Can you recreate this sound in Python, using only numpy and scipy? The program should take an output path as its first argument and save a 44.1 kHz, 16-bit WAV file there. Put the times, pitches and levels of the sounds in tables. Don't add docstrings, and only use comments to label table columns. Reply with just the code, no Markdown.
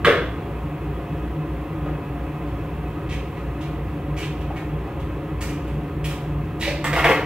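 import sys
import numpy as np
from scipy import signal
from scipy.io import wavfile
from scipy.ndimage import uniform_filter1d

SR = 44100
rng = np.random.default_rng(int(sys.argv[2]) if len(sys.argv) > 2 else 0)


def wrap_up_sound(samples):
    columns = np.atleast_2d(samples).T
    tamed = np.clip(columns, -1, 1)
    steps = np.round(tamed * 32767).astype(np.int16)
    wavfile.write(sys.argv[1], SR, steps)


def gain_from_decibels(decibels):
    exponent = np.asarray(decibels, float) / 20
    return 10 ** exponent


N = 319725

# pitch_hz, level_db [dB per Hz]
FAN_RUMBLE = [(20, -21), (38, -20), (50, -11), (64, -1), (76, 3), (110, -2), (131, -1.5), (168, 1.5),
              (185, -10), (225, -11), (275, -16.5), (283, -6.5), (320, -10.5), (345, -5)]
# pitch_hz, level_db [dB per Hz]
FAN_ROAR = [(346, -5), (414, -2), (509, -16), (554, -4.5), (635, -26), (715, -16), (893, -16), (1230, -18),
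            (1340, -19.5), (2620, -24.5), (5000, -43.5), (9000, -46.5), (15800, -41)]
# pitch_hz, width_hz, lift_db
DUCT = [(296.8, 17.2, 9), (317.7, 18.7, 10), (452, 21.3, 4.5), (531, 47, 4.5), (711, 94, 11.5),
        (790, 8.4, -20), (1027, 200, 6.5), (1246, 32, 9), (1673, 69, 3), (1980, 140, 3.5), (2560, 16, 12.5),
        (2760, 60, 4), (3171, 6.7, 13), (3320, 33, 9)]
# time_s, rumble_db, roar_db
SWELL = [(0.0, 3.5, 2.5), (7.25, 4.5, 1.5)]
# order [multiple of shaft speed], level_db [rms]
SHAFT_ORDERS = [(1, -37), (3, -55), (4, -47.5), (5, -43.5)]
# peak_s, peak_db [rms], length_s
GUSTS = [(0.067, -27, 0.061), (0.744, -27, 0.078), (0.907, -25, 0.037), (1.406, -25.5, 0.12),
         (1.936, -29.5, .18), (2.11, -25.5, 0.03), (2.81, -33.5, 0.042), (3.803, -31, .09),
         (4.138, -27, 0.13), (4.283, -27, 0.071), (4.477, -29, .078), (4.747, -27, .06),
         (5.006, -28.5, 0.069), (5.237, -31, 0.097), (5.343, -30, 0.062), (5.564, -26, 0.075),
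         (3.16, -31.5, 0.13), (6.03, -29.5, .16), (6.389, -21.5, 0.054), (6.927, -25.5, 0.071),
         (7.064, -25.5, 0.079)]
# pitch_hz, likeness [-1 to 1]
FAN_LIKENESS = [(130, 1), (290, 0.98), (640, 0.95), (1400, 0.88), (2500, 0.91), (3500, 0.58), (4800, 0),
                (7000, 0.23), (12000, 0.38)]
# pitch_hz, left_minus_right_db
FAN_BALANCE = [(60, -2.3), (130, 0.14), (290, 0.5), (640, -0.5), (1410, -0.56), (3100, -2.9), (6820, -0.21),
               (15000, 1)]
# start_s, peak_db, rattle_length_s, treble_db, bass_db
LATCH_BLOWS = [
    (0.0463, -6, 0.0085, 1.5, -11),
    (0.064, -14.5, 0.014, -0.5, 6),
    (0.084, -18.5, 0.0067, 1, 8),
]
# pitch_hz, level_db, t60_s
HOOD_MODES = [(428, 3.5, 0.065), (480, -5, 0.46), (604, -32, 5.0), (690, -17.5, 1.1), (980, -20, 0.84),
              (1194, -21, 0.89), (1450, -20, 0.55), (1518, -34, 0.6), (1510, -29, 0.98), (1720, -10, 0.3),
              (1900, -32, 0.74), (1870, -31, 0.28), (2060, -20, 0.14), (2674, -15, 0.73), (2702, -20, 0.65),
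              (3300, -19, 0.33), (3720, -42, 0.59), (5631, -47, 0.28)]
# pitch_hz, level_db [dB per Hz]
HOOD_CRACK = [(120, -48), (200, -18), (278, 1.5), (440, -3.5), (806, -16.5), (1160, -7), (2130, -9.5),
              (2290, -12.5), (3370, -19.5), (4430, -36.5), (16000, -44)]
# start_s, peak_db, pitch_hz
HEELS = [
    (0.46, -30, 310),
    (1.857, -31, 790),
    (1.886, -28.5, 440),
    (4.499, -31, 580),
    (4.864, -32, 680),
    (5.419, -34, 740),
    (5.74, -31, 304),
    (6.11, -35, 806),
]
# start_s, peak_db, slide_length_s, sole_resonance_hz, grit_hiss_db
SCUFFS = [(2.465, -45, 0.053, 2560, -7), (3.086, -30, 0.047, 2420, -4), (3.108, -28.5, 0.046, 2330, -1.5),
          (3.355, -39.5, 0.054, 1978, -7), (3.6, -34.5, 0.045, 2470, -0.5), (3.625, -33, 0.038, 2560, -8),
          (4.161, -33, 0.069, 2360, 4.5), (4.212, -27.5, 0.054, 2420, -6), (4.4, -34, 0.032, 2800, -1),
          (4.555, -27.5, 0.042, 1880, -7), (4.994, -30.5, 0.025, 2563, 0), (5.405, -33, 0.043, 2304, 13.5),
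          (5.481, -33, 0.041, 2400, 4), (5.666, -30, 0.026, 2560, -1), (6.037, -26, 0.044, 2700, 5),
          (6.088, -39.5, 0.056, 2887, 9), (6.593, -37.5, 0.032, 3300, 15), (6.605, -32, 0.049, 2570, 7)]
# pitch_hz, level_db [dB per Hz]
GRIT = [(700, -42), (1300, -10.5), (2000, -8.5), (2900, -9), (3800, -11.5), (6000, -12), (9200, -15.5),
        (14700, -23), (16000, -24)]
# start_s, peak_db, rattle_length_s, treble_db, bass_db
HANDLE_BLOWS = [
    (6.608, -20, 0.013, 7.5, -3),
    (6.623, -18.5, 0.022, 0.5, -4),
    (6.654, -26, 0.021, 4, 9),
    (6.675, -23, 0.0095, 4, 14),
    (6.698, -33, 0.009, 9, 3),
]
# pitch_hz, level_db, t60_s
HANDLE_MODES = [(517, -7, 0.35), (572, 0, 0.72), (1604, -0.5, 0.49), (2025, 1, 0.4), (2150, -12, 0.33),
                (2530, -14, 0.46), (2860, -2, 0.36), (2970, -11, 0.52), (3640, -5, 0.44), (4460, -20, .3)]
# pitch_hz, level_db [dB per Hz]
HANDLE_CRACK = [(530, -42), (900, -8), (1340, -24), (1470, -34), (1570, -10), (2220, 2), (3380, -12),
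                (3680, -11.5), (5350, -21.5), (16000, -37)]
# start_s, peak_db, rattle_length_s, treble_db, bass_db
TOOL_BLOWS = [
    (6.841, -10, 0.014, 10.5, -6),
    (6.928, -11.5, 0.0081, 8, -4),
    (6.959, -9.5, 0.037, 9, -2.5),
    (6.989, -22.5, 0.0067, 2.5, -2),
    (7.041, -7, 0.009, 3, 1.5),
    (7.088, -13, .008, 6.5, 8),
    (7.099, -13.5, 0.011, 6, -3),
]
# pitch_hz, level_db, t60_s
BENCH_MODES = [(364, -2, 0.84), (398, 6, 0.66), (485, -14, 0.6), (526, 5, 0.64), (745, 4, 0.72),
               (790, 2, 0.85), (916, -4, 0.27), (1233, 15, 0.12), (1400, -3, 3.9), (1610, -18, 0.3),
               (1626, -27, 0.31), (1690, -20, 0.34), (1940, 10, 0.19), (2120, 8, 0.23), (2370, -4, 0.52),
               (2524, 0, 0.72), (2780, -3, 0.23), (3155, -57, 0.83), (3200, -35, 0.46), (3500, -11, 0.41)]
# pitch_hz, level_db [dB per Hz]
BENCH_CRACK = [(150, -46.5), (250, -9), (367, 1), (444, -3.5), (510, -4), (723, -6.5), (1160, -8.5),
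               (1910, -7.5), (3340, -18), (3770, -35), (16000, -38)]
# pitch_hz, level_db, t60_s
PART_MODES = [(4550, -12, .008), (7600, -2, .03), (7900, 0, .04), (8150, -5, .02), (10500, -6, .02),
              (11000, -6, .02), (14600, -10, .012)]
# pitch_hz, t60_s
GARAGE = [(200, 0.34), (500, 0.53), (1200, 0.58), (2500, 0.52), (5000, 0.54), (10000, 0.36), (16000, 0.45)]
# pitch_hz, likeness [-1 to 1]
WALL_LIKENESS = [(150, 0.9), (500, 0.97), (1200, 0.85), (2400, 1), (3500, 0.28), (4500, -0.18),
                 (7000, -0.024), (12000, 0.34)]
# pitch_hz, left_minus_right_db
WALL_BALANCE = [(500, 0.5), (1500, 1), (2400, 1), (3500, -6), (5000, -5), (7000, -1), (12000, 1.5)]


def evened(x):
    return x / np.sqrt(np.mean(x ** 2) + 1e-20)


def read(points, hz):
    f, value = np.transpose(points)
    return np.interp(np.log(hz + 1), np.log(f + 1), value)


def pair(level_db, size, likeness, balance):
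    hz = np.fft.rfftfreq(size, 1 / SR)
    a, b, c, d = rng.standard_normal(level_db.T.shape + (4,)).T
    like = np.clip(read(likeness, hz), -1, 1)[:, None]
    left = a + 1j * b
    right = like * left + np.sqrt(1 - like ** 2) * (c + 1j * d)
    lead_s = 3.5e-5 * (hz < 3500)
    right = right * np.exp(2j * np.pi * hz * lead_s)[:, None]
    half_db = read(balance, hz)[:, None] / 2
    spectra = np.array([left * gain_from_decibels(half_db), right * gain_from_decibels(-half_db)]) * gain_from_decibels(level_db)
    return signal.istft(spectra, nperseg=size, noverlap=size - size // 4)[1]


def drone(spectrum, db, swell_column, size, patchy_db):
    hz = np.fft.rfftfreq(size, 1 / SR)
    t = np.arange(4 * N // size + 5) * size / 4 / SR
    lift_db = sum(lift / (1 + ((hz - f) / (width / 2)) ** 2) for f, width, lift in DUCT)
    inside = (hz >= spectrum[0][0]) & (hz <= spectrum[-1][0])
    inside_db = np.where(inside, 0, -80)
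    patches = uniform_filter1d(rng.standard_normal((len(t), len(hz))), size=6, axis=0)
    patches = evened(uniform_filter1d(patches, size=30, axis=1)).T
    swell = np.array(SWELL)
    swell_db = np.interp(t, swell[:, 0], swell[:, swell_column])
    field_db = (read(spectrum, hz) + lift_db + inside_db)[:, None] + patchy_db * patches
    noise = pair(field_db + swell_db, size, FAN_LIKENESS, FAN_BALANCE)[:, :N]
    return gain_from_decibels(db) * evened(noise)


def hum():
    shaft_hz, mains_hz, mains_db, in_step_s = 56.9, 60.02, -35, 2.52
    turn = 2 * np.pi * (np.arange(N) / SR - in_step_s)
    shaft = sum(gain_from_decibels(db) * np.cos(order * shaft_hz * turn) for order, db in SHAFT_ORDERS)
    mains = gain_from_decibels(mains_db) * np.cos(mains_hz * turn)
    return np.sqrt(2) * (shaft + mains)


def boom():
    boom_hz, width_hz, murmur_db, gust_detune = 149.6, 5, -35.5, 0.011
    t = np.arange(N) / SR
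    r = np.exp(-np.pi * width_hz / SR)
    turbulence = rng.standard_normal(N) + 1j * rng.standard_normal(N)
    murmur = signal.lfilter([1 - r], [1, -r], turbulence)
    murmur = murmur * gain_from_decibels(murmur_db) / np.sqrt(np.mean(abs(murmur) ** 2))
    swell = np.zeros(N, complex)
    for s, db, length in GUSTS:
        start, end = round((s - 2 * length) * SR), round((s + 2 * length) * SR)
        near = slice(max(start, 0), end)
        u = t[near] - s
        bell = np.exp(-(2 * u / length) ** 2 * np.log(2))
        offset_hz = boom_hz * gust_detune * rng.standard_normal()
        swell[near] += gain_from_decibels(db) * bell * np.exp(2j * np.pi * offset_hz * u)
    calm = 1 / (1 + (abs(swell) / gain_from_decibels(murmur_db)) ** 2)
    return np.sqrt(2) * ((swell + calm * murmur) * np.exp(2j * np.pi * boom_hz * t)).real


def colour(x, points):
    level_db = read(points, abs(np.fft.fftfreq(4096, 1 / SR)))
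    log_gain = np.log(gain_from_decibels(np.maximum(level_db, -100)))
    taps = np.fft.ifft(np.exp(np.conj(signal.hilbert(log_gain)))).real[:2048]
    return signal.fftconvolve(x, taps / np.linalg.norm(taps))[:len(x)]


def ring(modes, damping):
    t = np.arange(SR // 8) / SR
    body = np.zeros(len(t))
    for hz, db, t60 in modes:
        body += gain_from_decibels(db - 60 * t / (damping * min(t60, 0.8))) * np.sin(2 * np.pi * hz * t)
    return body / np.linalg.norm(body)


def blow(db, length, treble_db, bass_db, modes, crack, ring_db):
    t = np.arange(SR // 4) / SR
    contacts = rng.random(len(t)) < 5000 / SR
    chatter = rng.standard_normal(len(t)) * contacts
    chatter = chatter * np.exp(-t / max(length, 0.001)) * np.clip(t / 0.0027, 0, 1)
    chatter = chatter / np.linalg.norm(chatter)
    struck = []
    for hz, level_db, t60 in modes:
        shift, change = rng.standard_normal(2)
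        struck.append((hz * (1 + 0.024 * shift), level_db + 4.4 * change, t60))
    ringing = signal.fftconvolve(chatter, ring(struck, damping=0.11))[:len(t)]
    sound = colour(chatter, crack) + gain_from_decibels(ring_db) * ringing
    tone = [(150, -2.5), (300, bass_db), (600, bass_db), (1100, 0.5), (3000, -0.5), (5000, treble_db)]
    return 12 * gain_from_decibels(db) * colour(sound, tone) * gain_from_decibels(max(bass_db, 0) / 4)


def add(mix, s, sound, pan_db):
    part = mix[:, round(s * SR):][:, :len(sound)]
    part += sound[:part.shape[1]] * gain_from_decibels(np.array([[pan_db / 2], [-pan_db / 2]]))


def strike(mix, blows, pan_db, drift_db_per_s, modes, crack, ring_db):
    first_s = blows[0][0]
    for s, *row in blows:
        add(mix, s, blow(*row, modes, crack, ring_db), pan_db + drift_db_per_s * (s - first_s))


def heel(db, hz):
    t = np.arange(SR // 10) / SR
    push = rng.standard_normal(len(t)) * gain_from_decibels(-60 * t / 0.067) * np.clip(t / 0.0068, 0, 1)
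    thud = [(hz / 3, -25), (hz / 1.4, 0), (hz * 1.4, 0), (hz * 4, -25), (16000, -60)]
    return gain_from_decibels(db + 3) * colour(push, thud)


def scuff(db, length, sole_hz, grit_db, fine_db):
    t = np.arange(SR // 6) / SR
    press = np.clip(t / 0.014, 0, 1) * np.clip((max(length, 0.02) - t) / 0.037, 0, 1)
    snaps = rng.random(len(t)) < 7000 / SR
    grain_db = 3.0 * np.minimum(rng.exponential(1, len(t)), 4)
    grains = rng.standard_normal(len(t)) * gain_from_decibels(grain_db) * snaps
    grains = grains * press * np.linalg.norm(press) / np.linalg.norm(grains * press)
    r = np.exp(-np.pi * 1500 / SR)
    zeros = [1 - r, 0, r - 1]
    poles = [1, -2 * r * np.cos(2 * np.pi * sole_hz / SR), r * r]
    sole = signal.lfilter(zeros, poles, signal.lfilter(zeros, poles, grains))
    grit = [(hz, level + fine_db * np.clip(np.log2(hz / 6000), 0, 1)) for hz, level in GRIT]
    return gain_from_decibels(db - 13.5) * (gain_from_decibels(grit_db) * colour(grains, grit) + 5.86 * sole)


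def garage(x, wet_db):
    hz, t = np.fft.rfftfreq(256, 1 / SR), np.arange(700) * 64 / SR
    decay_db = -60 * t / np.maximum(read(GARAGE, hz), 0.05)[:, None]
    tail = pair(decay_db, 256, WALL_LIKENESS, WALL_BALANCE)
    tail = tail * np.clip(np.arange(tail.shape[1]) / SR / 0.0039, 0, 1)
    direct = np.array([np.roll(x[0], shift=2), x[1]])
    reflected = signal.fftconvolve(x, tail / np.linalg.norm(tail[0]), axes=1)[:, :N]
    return direct + gain_from_decibels(wet_db) * reflected


def close_ports(x):
    mid, side = (x[0] + x[1]) / 2, (x[0] - x[1]) / 2
    side = signal.lfilter(*signal.butter(1, 260, "high", fs=SR), side)
    return np.array([mid + side, mid - side])


def scene():
    hood, floor, bench = np.zeros((3, 2, N))
    heater = drone(FAN_RUMBLE, -30.5, swell_column=1, size=8192, patchy_db=0.73)
    heater = heater + drone(FAN_ROAR, -36, swell_column=2, size=2048, patchy_db=0.37)
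    heater = heater + hum() + boom()
    strike(hood, LATCH_BLOWS, -3, 160, HOOD_MODES, HOOD_CRACK, ring_db=-4.0)
    for s, db, hz in HEELS:
        add(floor, s, heel(db, hz), pan_db=0)
    for s, *row in SCUFFS:
        fine_db = 2.5 * (s - 4.56)
        add(floor, s, scuff(*row, fine_db), pan_db=-2.0)
    strike(floor, HANDLE_BLOWS, -2.1, 5, HANDLE_MODES, HANDLE_CRACK, ring_db=-3.5)
    strike(bench, TOOL_BLOWS, -3.5, 15, BENCH_MODES, BENCH_CRACK, ring_db=-3.5)
    tick = 15 * gain_from_decibels(-36) * ring(PART_MODES, damping=0.69)
    add(bench, 6.843, tick, pan_db=0)
    return garage(hood, wet_db=4.5) + garage(floor, wet_db=3.5) + garage(bench, wet_db=5.5) + heater


def roll_off(x):
    return signal.sosfilt(signal.butter(12, 16950, fs=SR, output="sos"), x)


def record(dry):
    ceiling, edge_hz = 1.1, 15790
    preamp = ceiling * np.tanh(close_ports(dry) / ceiling)
    band_limit = signal.firwin(1023, edge_hz, window=("kaiser", 9), fs=SR)
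    mix = signal.oaconvolve(preamp, band_limit[None], "same")
    return roll_off(mix)


dry = scene()
out = record(dry)
wrap_up_sound(out)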